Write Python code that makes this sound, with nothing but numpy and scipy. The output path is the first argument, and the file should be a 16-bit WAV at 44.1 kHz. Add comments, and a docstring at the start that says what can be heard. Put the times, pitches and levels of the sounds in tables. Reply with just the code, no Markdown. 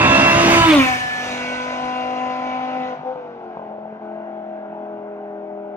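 """A forest road: a ten-cylinder car comes down it at full throttle, passes a few metres away and runs off.
Firing harmonics make the engine note, which drops in pitch as the car goes by; far away the engine
stutters, shifts down its load, pops and coasts. Coloured noise makes the pipe roar, tyres, buffeting and hiss.
Sparse echoes come back from the tree line; two close microphone ports listen."""
import sys
import numpy as np
from scipy import signal
from scipy.io import wavfile
from scipy.ndimage import uniform_filter1d, map_coordinates

SR = 44100
rng = np.random.default_rng(int(sys.argv[2]) if len(sys.argv) > 2 else 0)


def file_out(sig):
    """Save sig as 16-bit WAV at sys.argv[1]."""
    # one column per channel
    cols = np.atleast_2d(sig).T
    # limit, then scale
    lim = np.clip(cols, -1, 1)
    pcm = np.round(lim * 32767).astype(np.int16)
    wavfile.write(sys.argv[1], SR, pcm)


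def invert_db(level):
    """Linear amplitude ratio for a level in decibels (20 dB per decade), elementwise."""
    return 10 ** (np.asarray(level, dtype=float) / 20)


N = 254016  # samples

# Echo decay off the trees. Each row: frequency in Hz, t60 in seconds.
TREE_T60_S = [(150, 0.19), (600, 1), (2000, 0.55), (8000, 0.3)]
# Echo spectrum. Each row: frequency in Hz, level in dB.
TREE_LEVEL_DB = [(150, -19), (400, -13.5), (1500, -6.5), (5000, -1.5), (9500, 1.5), (12500, -28.5)]
# Noise spectra. Each row: frequency in Hz, relative level in dB per Hz.
TYRE_SPECTRUM_DB = [(150, -27.5), (400, -8), (800, -1.5), (1500, -4), (3000, -16), (6000, -39.5),
                    (10000, -70)]
BUFFET_SPECTRUM_DB = [(20, -25), (50, -9.5), (100, -4.5), (150, 3), (260, -37.5), (600, -89)]
HISS_SPECTRUM_DB = [(1500, -10), (2300, -4.5), (3200, -10), (4500, -15.5), (6500, -16.5), (8000, -25.5),
                    (10000, -22.5), (13000, -27), (16000, -22)]
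# Pipe and tyre roar from the front, from behind under load, coasting.
# Each row: frequency in Hz, relative level in dB per Hz.
ROAR_FRONT_DB = [(70, -19), (120, -12), (200, 5), (420, -8), (800, -3), (1200, -1.5), (1900, -12.5),
                 (2500, -12.5), (3300, -17.5), (5280.0, -54.5), (9000, -93)]
ROAR_LOAD_DB = [(70, -41), (120, -9.5), (200, -7.5), (400, -8.5), (650, 6), (900, 0), (1150, -10),
                (1450, -1.5), (1700, -10.5), (2100, -13), (2500, -18), (3300, -20.5), (5280.0, -58.5),
                (9000, -100)]
ROAR_COAST_DB = [(70, -52), (120, -29.5), (170, -11), (280, -5.5), (500, -12), (750, 2), (1000, -9.5),
                 (1200, -18.5), (1500, -11.5), (1800, -22), (2600, -32), (3400, -40), (4400, -53),
                 (5800, -52.5), (7500, -68.5), (12000.0, -120)]
# Fall with distance, one row each for front, load, coasting.
# Each row: level in dB at a softened distance of 10 m, loss in dB per tenfold distance.
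HISS_FALL_DB = [(-11, 2), (-1, 24), (27.5, 57)]  # relative to the body
BUFFET_FALL_DB = [(-25, 8.4), (-36, 32), (-33.5, 27)]
# Bangs in the pipe. Each row: time in seconds, level in dB, pitch in Hz.
POPS = [(2.97, -28, 785), (3.012, -25, 750), (3.035, -27, 500), (3.1598, -19, 700), (3.5715, -15.5, 760),
        (3.5955, -19, 700), (3.6187, -22.5, 700), (3.642, -29, 640), (3.666, -24, 640), (3.712, -24, 644),
        (3.743, -27, 700), (3.752, -26, 700), (3.785, -23, 640), (3.832, -26, 700), (3.856, -24.5, 640),
        (3.879, -27, 700), (3.927, -23, 630)]
# Overall course. Each row: time in seconds, body level in dB, exhaust note above the body in dB.
CAR_LEVELS = [(0.0, -18, 1.5), (0.3, -18.5, 0), (0.55, -16.5, -2.5), (0.64, -23.5, 8.5), (0.7, -22.5, 0.5),
              (0.8, -29.5, 10), (0.9, -33, 6.5), (1.05, -35, 4), (1.3, -27, -2.5), (1.6, -28, -0.5),
              (2.1, -28, 1.5), (2.9, -28, 2), (3.1, -30.5, -1.5), (3.22, -32.5, -9), (3.6, -32.5, -3.5),
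              (3.8, -36.5, 3), (4.05, -32, 2), (4.6, -32.5, -0.5), (5.76, -34.5, 2)]
# Firing rate at the tailpipe: climbs under load, then a shift and coasting.
# Each row: time in seconds, rate in Hz.
FIRING_HZ = [(0.0, 279.6), (0.5, 284.9), (0.7, 286.1), (0.94, 286.4), (1.38, 288.9), (1.7, 292.6),
             (2.2, 293.8), (2.68, 297.2), (2.88, 296.2), (2.94, 291.5), (3.13, 299.7), (3.2, 289.2),
             (3.5, 257.4), (3.7, 244.9), (3.98, 250.8), (4.04, 248.4), (4.28, 247.7), (5.2, 239.2),
             (5.76, 236.5)]
# Exhaust note. Each row: multiple of the firing rate, level in dB from the front,
# from behind under load, coasting.
HARMONICS = [(.6, -21, -27.5, -38.5), (1, -8.5, -5, -8), (1.6, -15, -35.5, -8.5), (2, -4, -6, -2.5),
             (3, -6.5, 1, 2.5), (4, -6.5, -0.5, -8.5), (5, -7.5, -15.5, -20.5), (6, -14.5, -13.5, -24),
             (7, -16, -12, -23.5), (8, -7.5, -16.5, -57.5), (9, -20.5, -10.5, -58), (10, -22.5, -13, -59),
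             (11, -18.5, -14.5, -55), (12, -23.5, -22.5, -56.5), (13, -34, -22.5, -62.5)]
# Orders from uneven cylinders. Each row: multiple of the firing rate, level in dB relative to
# the body from the front, from behind under load, coasting.
UNEVEN_ORDERS = [(.4, -23.5, -38.5, -49.5), (.8, -10, -31, -31.5), (1.2, -38, -24.5, -30.5),
                 (1.4, -43.5, -25.5, -33), (1.8, -9.5, -40.5, -24.5), (2.2, -26.5, -23, -33.5),
                 (2.4, -18, -20, -23.5), (2.6, -27, -21, -25), (2.8, -15, -16.5, -16),
                 (3.2, -13, -20.5, -19.5), (3.4, -22.5, -23.5, -24), (3.6, -18, -25.5, -15),
                 (3.8, -19, -22, -22), (4.2, -23, -29, -29.5), (4.4, -17, -35.5, -31),
                 (4.6, -15, -51.5, -29.5), (4.8, -17, -37, -25), (5.8, -19.5, -24.5, -35),
                 (7.8, -12, -22.5, -41.5)]
# Single harmonics swell or fade. Each row: time in seconds, multiple of the firing rate,
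# half length in seconds, change in dB.
SWELLS = [(0.0, 2, 0.091, -14.5), (0.031, 3, 0.11, 1.5), (0.083, 6, 0.09, -13), (0.191, 8, 0.16, 10),
          (0.2, 1, 0.069, -3), (0.295, 6, .08, 5.5), (0.36, 5, .04, -10.5), (0.415, 1.6, .06, -10),
          (0.43, 4, 0.064, -17.5), (0.407, 7, .07, -10.5), (0.502, 1, 0.15, 9.5), (0.479, 9, .06, -3),
          (0.505, 3, 0.081, -7), (0.527, 8, .04, -9.5), (.44, 8, .06, -9), (0.147, 4, .15, 1.5),
          (.12, 5, .12, 1.5), (0.599, 9, 0.043, 13.5), (0.65, 10, 0.027, -11), (0.695, 12, 0.1, -15.5),
          (0.72, 1.6, 0.12, -17.5), (0.672, 8, 0.11, -11), (0.691, 7, 0.024, 9), (0.74, 11, 0.031, -6),
          (0.759, 6, .04, -11.5), (0.764, 9, 0.045, -10.5), (0.758, 10, 0.058, -14.5),
          (0.82, 11, 0.054, -9), (0.826, 10, 0.024, 7), (0.688, 11, 0.037, 3.5), (0.609, 3, 0.067, 8),
          (0.633, 1, .02, -15), (0.666, 2, 0.045, -8), (0.697, 1, 0.031, 10.5), (0.74, 2, .02, 13),
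          (0.777, 1, 0.086, 15.5), (0.797, 3, 0.081, -12), (0.8, 4, 0.22, -2), (0.83, 5, 0.018, 1),
          (0.837, 9, 0.04, 9.5), (0.977, 9, 0.0825, 7), (0.863, 10, 0.054, 7.5), (1.07, 2, 0.18, -13.5),
          (0.898, 7, 0.074, 10.5), (0.887, 3, 0.025, 7), (1.04, 12, 0.096, 14), (1.104, 7, 0.16, 17.5),
          (1.1, 1, 0.12, -9), (1.108, 11, 0.16, -12), (1.187, 4, .2, -15.5), (1.449, 3, 0.071, -21),
          (1.451, 9, 0.11, 8), (1.568, 6, 0.22, 13.5), (1.6, 3, 0.16, -15), (1.856, 5, 0.085, -10),
          (1.92, 6, 0.083, 7), (1.5, 8, 0.11, 10), (1.502, 11, 0.15, 10), (1.998, 11, 0.13, 8),
          (2.0, 10, 0.13, 4), (2.3, 8, 0.14, 9.5), (2.305, 7, .2, 0.5), (2.11, 9, 0.089, -10.5),
          (2.302, 6, .25, -6.5), (2.5, 9, 0.078, 8), (2.752, 11, .15, 3.5), (2.76, 10, 0.27, 3.5),
          (2.55, 2, 0.15, -5.5), (2.75, 7, 0.16, 5), (3.001, .6, 0.036, 39), (3.002, 2, 0.06, -6),
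          (3.288, .6, 0.19, 22.5), (3.089, 1.6, .07, -20.5), (3.09, 3, 0.075, 6.5), (3.152, 2, 0.23, 12),
          (3.287, 3, 0.14, -12.5), (3.469, 1.6, 0.11, 9.5), (3.624, 3, 0.037, -7), (3.701, 4, 0.23, 7),
          (3.728, 3, 0.035, 1.5), (3.812, 2, .22, -8), (3.883, 1.6, .1, -11), (3.955, 3, 0.11, -7),
          (4.447, 2, 0.32, -18.5)]
# Ignition cuts. Each row: start in seconds, end in seconds, change of the note in dB.
IGNITION_CUTS = [(2.912, 2.923, -7), (2.942, 3.052, -11.5), (3.135, 3.161, -7.5), (3.98, 4.01, -9)]
# Lead of the left port, car coming and car gone. Each row: frequency in Hz, phase in radians.
LEAD_FRONT_RAD = [(20, 0), (150, 0), (340, -.3), (680, -1.15), (1010, -1), (1340, -2.2), (1680, -1.75),
                  (2010, -1.15), (2350, -2), (2680, -1), (3100, -2), (5250, -2.5), (6100, -3), (8000, -2),
                  (10300, -2), (12000, -.9)]
LEAD_BEHIND_RAD = [(20, .1), (170, .1), (250, .3), (500, .7), (760, .8), (1010, 1.65), (1260, 1),
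                   (1510, 1.5), (1760, 3), (2020, 1.4), (2750, 1.4), (3300, 1.76), (4500, 4.02),
                   (6200, 5.6), (7600, 10.5), (9000, 14.2), (10300, 15), (12000, 13.3)]
# Left minus right port, car coming and car gone. Each row: frequency in Hz, difference in dB.
SHADE_FRONT_DB = [(60, 2), (110, -1), (340, -3), (680, 1), (1010, -3), (1340, -4.5), (1680, -3),
                  (2010, -7.5), (2350, -5.5), (2680, -8), (3350, 7), (4400, 7), (8120, -1), (15000, 0)]
SHADE_BEHIND_DB = [(170, 0), (300, -1), (500, 4), (1030, 3), (1260, 6.5), (1510, -3), (1760, 2.5),
                   (2020, 5), (2280, -2.5), (2750, -8), (3800, 9), (5200, 3.5), (7000, 0.5)]

PASS_S, LIFT_S = .763, 2.93
SPEED_M_S, KERB_M, SOUND_M_S = 56, 5, 343
NEAR_M = 9  # softens the fall with distance: the car is spread out
AIR_DB_PER_M_KHZ2, GROUND_DB_PER_M_KHZ = .0028, 0.0541
TYRE_DB = -26.5
# triples: front, load, coasting
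ROAR_UNDER_DB = [-2.5, -8, -7]  # relative to the body
PATCHY_DB = np.array([2.7, 2, 1.5])  # random patches in the noise
# harmonics flutter; firings differ by chance; one cylinder in five is stronger; all even out close by
FLUTTER_DB, RASP_DB, THROB_DB = np.array([1.6, .8, .6]), np.array([2.2, 1.3, .6]), np.array([1.2, 1.2, .3])
FLUTTER_RAD = np.array([.15, .065, .05])  # per multiple
WAKE_DB, WAKE_RAD = 0.6, .24  # per multiple, at the kerb
PIPE_LAG_RAD = 1.05  # per multiple squared
CUT_EDGE_S, CUT_BODY_SHARE = 0.0054, 0.23
BRIGHT_S, BRIGHT_HALF_S, BRIGHT_DB_PER_KHZ = 0.72, 0.11, 2.2  # the tailpipe swings past
CRACKLE_PER_S, CRACKLE_DB, CRACKLE_HALF_S = 700, -25, .11
CRACKLE_HZ, CRACKLE_DECAY_S = 3400, 0.0002
NOSE_M, NOSE_DB, NOSE_HALF_S, NOSE_HIGHPASS_HZ = 3.5, -5, .16, 1300
TREBLE_EDGES_HZ = (10350, 12350, 15750)  # gap start, gap end, top


def read(points, hz):
    """Reads a spectrum on a log-frequency axis."""
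    f, value = np.transpose(points)
    return np.interp(np.log(hz + 1), np.log(f + 1), value)


def curve(rows, t):
    """Interpolates every column of a table at the times t."""
    s, *columns = np.transpose(rows)
    return [np.interp(t, s, c) for c in columns]


def drift(hz, count):
    """Slow random curves through knots of rms 1, hz knots a second."""
    knots = rng.standard_normal((count, int(hz * N / SR) + 5))
    at = np.arange(N) / SR * hz
    return np.array([map_coordinates(k, [at], order=2) for k in knots])


def aspects(t):
    """Shares of the three ways the car is heard: front, behind under load, coasting."""
    behind = 1 / (1 + np.exp(-(t - PASS_S) / .08))
    coasting = 1 / (1 + np.exp(-(t - LIFT_S) / .012))
    return np.array([1 - behind, behind - coasting, coasting])


def distance_m(t):
    """Straight pass at constant speed, KERB_M away at the closest."""
    return np.hypot(KERB_M, SPEED_M_S * (t - PASS_S))


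def doppler(t):
    """Pitch factor: seconds of sound sent for each second of sound heard."""
    sent = np.linspace(-1, 7, 20000)
    heard = sent + (distance_m(sent) - KERB_M) / SOUND_M_S
    return np.interp(t, heard, np.gradient(sent, heard))


def falloff_db(rows, t):
    """Level drops with the logarithm of distance, by its own law for each aspect."""
    db, slope = np.transpose(rows) @ aspects(t)
    return db - slope * np.log10(np.hypot(NEAR_M, distance_m(t)) / 10)


def cuts_db(t):
    """Smooth-edged level loss while the ignition is out."""
    return sum(db / 2 * (np.tanh((t - start) / CUT_EDGE_S) - np.tanh((t - end) / CUT_EDGE_S))
               for start, end, db in IGNITION_CUTS)


def body_db(t):
    """Level of the roar and the uneven orders; part of each ignition cut reaches it."""
    return curve(CAR_LEVELS, t)[0] + CUT_BODY_SHARE * cuts_db(t)


def cycle_noise(turns, likeness):
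    """Noise laid out along the crank: each engine cycle of five firings partly repeats the one before."""
    fresh = rng.standard_normal((400, 1024))
    cycles = signal.lfilter([np.sqrt(1 - likeness ** 2)], [1, -likeness], fresh, axis=0)
    return cycles.ravel()[(turns / 5 * 1024).astype(int) + 8192]


def coloured(source, field_db, band_hz):
    """Gives a white source a patchy frames-by-bins colour, of power about 1 inside band_hz."""
    hz, t, z = signal.stft(source, SR, nperseg=1024, noverlap=768)
    patches = rng.standard_normal(z.T.shape)
    for axis in (0, 1):
        patches = uniform_filter1d(patches, size=9, axis=axis)
    gain = invert_db(field_db[:z.shape[1]])
    inside = (hz > band_hz[0]) & (hz < band_hz[1])
    gain /= np.sqrt((gain[:, inside] ** 2).sum(1, keepdims=True) / len(hz))
    gain *= invert_db((PATCHY_DB @ aspects(t))[:, None] * patches / patches.std())
    return signal.istft(z * gain.T, nperseg=1024, noverlap=768)[1][:N]


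def trees(x):
    """Sparse echoes off trunks, other ones at each port, each band dying at its own speed."""
    taps = np.zeros((2, SR))
    at = np.arange(300, SR - 20, 20) + rng.integers(0, 20, (2, (SR - 301) // 20))
    np.put_along_axis(taps, at, rng.choice([-1., 1.], at.shape), 1)
    hz, t, z = signal.stft(taps, SR, nperseg=256)
    decay = invert_db(-60 * t / read(TREE_T60_S, hz)[:, None])
    norm = np.sqrt((decay ** 2).mean(1, keepdims=True) * SR / 20)
    decay *= invert_db(read(TREE_LEVEL_DB, hz))[:, None] / norm
    echoes = signal.istft(z * decay, SR, nperseg=256)[1]
    return signal.fftconvolve(x[None], echoes, axes=1)[:, :N]


def tyres(t):
    """Wide tyre roar spread along the road: opposite at the two ports, heard only while the car is near."""
    hz = np.fft.rfftfreq(1024, 1 / SR)
    colour_db = read(TYRE_SPECTRUM_DB, hz) + np.zeros((N // 256 + 5, 1))
    roar = coloured(rng.standard_normal(N), colour_db, (300, 3000))
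    level_db = TYRE_DB - 11 * ((t - PASS_S + .2) / 0.68) ** 2
    return np.outer([1, -1], roar * invert_db(level_db))


def buffeting(t):
    """Low wind noise that falls with distance."""
    hz = np.fft.rfftfreq(1024, 1 / SR)
    colour_db = read(BUFFET_SPECTRUM_DB, hz) + np.zeros((N // 256 + 5, 1))
    noise = coloured(rng.standard_normal(N), colour_db, (35, 140))
    return noise * invert_db(falloff_db(BUFFET_FALL_DB, t))


def hiss(t, turns):
    """Exhaust hiss that puffs with each firing; air dulls it with distance."""
    frame_s, hz = np.arange(N // 256 + 5) * 256 / SR, np.fft.rfftfreq(1024, 1 / SR)
    lost_db = AIR_DB_PER_M_KHZ2 * distance_m(frame_s)[:, None] * (hz / 1000) ** 2
    noise = coloured(cycle_noise(turns, 0.014), read(HISS_SPECTRUM_DB, hz) - lost_db, (3200, 6500))
    puffs = 1 + 0.29 * np.cos(2 * np.pi * turns)
    return noise * puffs * invert_db(body_db(t) + falloff_db(HISS_FALL_DB, t))


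def roar(t, turns):
    """Pipe and tyre roar: noise that half repeats each engine cycle and swells with each firing."""
    frame_s, hz = np.arange(N // 256 + 5) * 256 / SR, np.fft.rfftfreq(1024, 1 / SR)
    spectra_db = np.array([read(c, hz) for c in (ROAR_FRONT_DB, ROAR_LOAD_DB, ROAR_COAST_DB)])
    noise = coloured(cycle_noise(turns, .5), aspects(frame_s).T @ spectra_db, (300, 1500))
    swell = 1 + 0.08 * np.cos(2 * np.pi * turns)
    return noise * swell * invert_db(body_db(t) + ROAR_UNDER_DB @ aspects(t))


def crackle(t):
    """Sparse spits of uneven size ring briefly in the tailpipe's mouth while it points this way."""
    size = invert_db(6.8 * np.minimum(rng.exponential(1, N), 4))
    spits = size * (rng.random(N) < CRACKLE_PER_S / SR) * rng.choice([-1, 1], N)
    u = np.arange(300) / SR
    ring = np.sin(2 * np.pi * CRACKLE_HZ * u) * u / CRACKLE_DECAY_S * np.exp(-u / CRACKLE_DECAY_S)
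    facing = np.exp(-((t - BRIGHT_S) / CRACKLE_HALF_S) ** 2)
    return signal.oaconvolve(spits, ring)[:N] * invert_db(CRACKLE_DB) * facing


def pops():
    """Unburnt fuel bangs in the far pipe: a dull knock of one cycle and a short ring on a low thump."""
    out, u = np.zeros(N), np.arange(-600, 600) / SR
    thump = .07 * np.sin(2 * np.pi * 170 * u) * np.exp(-(u / .008) ** 2)
    for s, db, hz in POPS:
        width_cycles = np.where(u < 0, .55, .8)
        knock = np.sin(2 * np.pi * hz * u) * np.exp(-(u * hz / width_cycles) ** 2)
        out[round(s * SR) - 600:][:1200] -= invert_db(db) * (knock + thump)
    return out


def nose(t, note):
    """The engine bay lets out the upper note ahead of the tailpipe, so its pitch drops a little earlier."""
    highpass = signal.butter(4, NOSE_HIGHPASS_HZ, "high", fs=SR, output="sos")
    upper = signal.sosfilt(highpass, note)
    late_s = (distance_m(t + NOSE_M / SPEED_M_S) - distance_m(t)) / SOUND_M_S
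    level = np.exp(-((t - PASS_S) / NOSE_HALF_S) ** 2)
    return np.interp(t - late_s, t, upper) * invert_db(NOSE_DB) * level


def note_levels_db(t):
    """Level of each harmonic: aspect, brightness, loss over the road, swells and ignition cuts."""
    base_db, note_db = curve(CAR_LEVELS, t)
    orders = np.array(HARMONICS)[:, 0]
    khz = np.outer(orders, curve(FIRING_HZ, t)[0]) / 1000
    tilt_db = BRIGHT_DB_PER_KHZ * np.exp(-((t - BRIGHT_S) / BRIGHT_HALF_S) ** 2)
    tilt_db -= GROUND_DB_PER_M_KHZ * distance_m(np.minimum(t, LIFT_S))  # held after the lift
    levels = base_db + note_db + cuts_db(t) + np.array(HARMONICS)[:, 1:] @ aspects(t) + tilt_db * khz
    for s, k, half_s, db in SWELLS:
        levels[np.argmin(abs(orders - k))] += db * np.exp(-((t - s) / half_s) ** 2)
    return orders, levels


def uneven_cylinders(t, turns):
    """Weaker orders from uneven cylinders, each slowly fading and wandering in phase."""
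    out, share, base_db = np.zeros(N), aspects(t), body_db(t)
    fades, starts = drift(9, count=len(UNEVEN_ORDERS)), rng.random(len(UNEVEN_ORDERS))
    for (k, *db), fade, start in zip(UNEVEN_ORDERS, fades, starts):
        level = invert_db(base_db + db @ share + 2.2 * fade)
        out += level * np.cos(2 * np.pi * (k * turns + start) + .45 * fade)
    return out


def engine(t, turns):
    """Firing harmonics whose phase lags make each firing a ringing pulse of uneven strength."""
    orders, levels_db = note_levels_db(t)
    count, share = len(orders), aspects(t)
    near = KERB_M / distance_m(t)
    air, paths = drift(25, count), drift(1.442, count)  # moving air, changing echo paths
    wake = drift(45, count)  # the car's own wake breaks up the upper harmonics
    low = np.minimum(orders, 2.5)
    lags = np.pi + PIPE_LAG_RAD * low * (2 * orders - low)  # the pipe holds back the upper harmonics
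    flutter_db, flutter_rad = FLUTTER_DB @ share * (1 - near), FLUTTER_RAD @ share
    out = np.zeros(N)
    for k, db, lag, a, w, p in zip(orders, levels_db, lags, air, wake, paths):
        level = invert_db(db + flutter_db * a + WAKE_DB * k * near * w)
        wander = flutter_rad * k * a + WAKE_RAD * k * near * w + 0.5 * p
        out += level * np.cos(2 * np.pi * k * turns - lag + wander)
    rasp_db = RASP_DB @ share * drift(160, count=1)[0]
    throb_db = THROB_DB @ share * np.cos(2 * np.pi * turns / 5)
    out *= invert_db((1 - near) * (rasp_db + throb_db))
    return np.sqrt(2) * (out + uneven_cylinders(t, turns))


def ports(x):
    """Each port hears the car with its own lead and shading, which turn over as the car goes by."""
    hz, t, z = signal.stft(x, SR, nperseg=512, noverlap=384)
    front = 1 / (1 + np.exp((t - .74) / .025))  # the microphone swings round after the car
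    lead_rad = np.outer(read(LEAD_FRONT_RAD, hz), front) + np.outer(read(LEAD_BEHIND_RAD, hz), 1 - front)
    shade_db = np.outer(read(SHADE_FRONT_DB, hz), front) + np.outer(read(SHADE_BEHIND_DB, hz), 1 - front)
    half = invert_db(shade_db / 2) * np.exp(.5j * lead_rad)
    return signal.istft(np.array([z * half, z / half]), SR, nperseg=512, noverlap=384)[1][:, :N]


def scene():
    """Direct sound at the two ports, the spread tyre roar and echoes from the tree line."""
    t = np.arange(N) / SR
    turns = np.cumsum(curve(FIRING_HZ, t)[0] * doppler(t)) / SR  # counted in firings
    note = engine(t, turns)
    rush = buffeting(t) + hiss(t, turns) + roar(t, turns)
    car = rush + crackle(t) + pops() + nose(t, note) + note
    return trees(car) + tyres(t) + ports(car)


def roll_off(x):
    """The treble ends steeply here."""
    return signal.sosfilt(signal.butter(12, 15830, fs=SR, output="sos"), x)


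def record(dry):
    """Bass roll-off, soft overload on the loudest pulses, a gap and an end in the high treble."""
    thin = signal.sosfilt(signal.butter(3, 45, "high", fs=SR, output="sos"), dry)
    squeezed = 1.05 * np.tanh(thin / 1.05)
    gap = signal.firwin(801, TREBLE_EDGES_HZ, window=("kaiser", 9), fs=SR)
    mix = signal.oaconvolve(squeezed, gap[None], "same")
    return roll_off(mix)


dry = scene()
out = record(dry)
file_out(out)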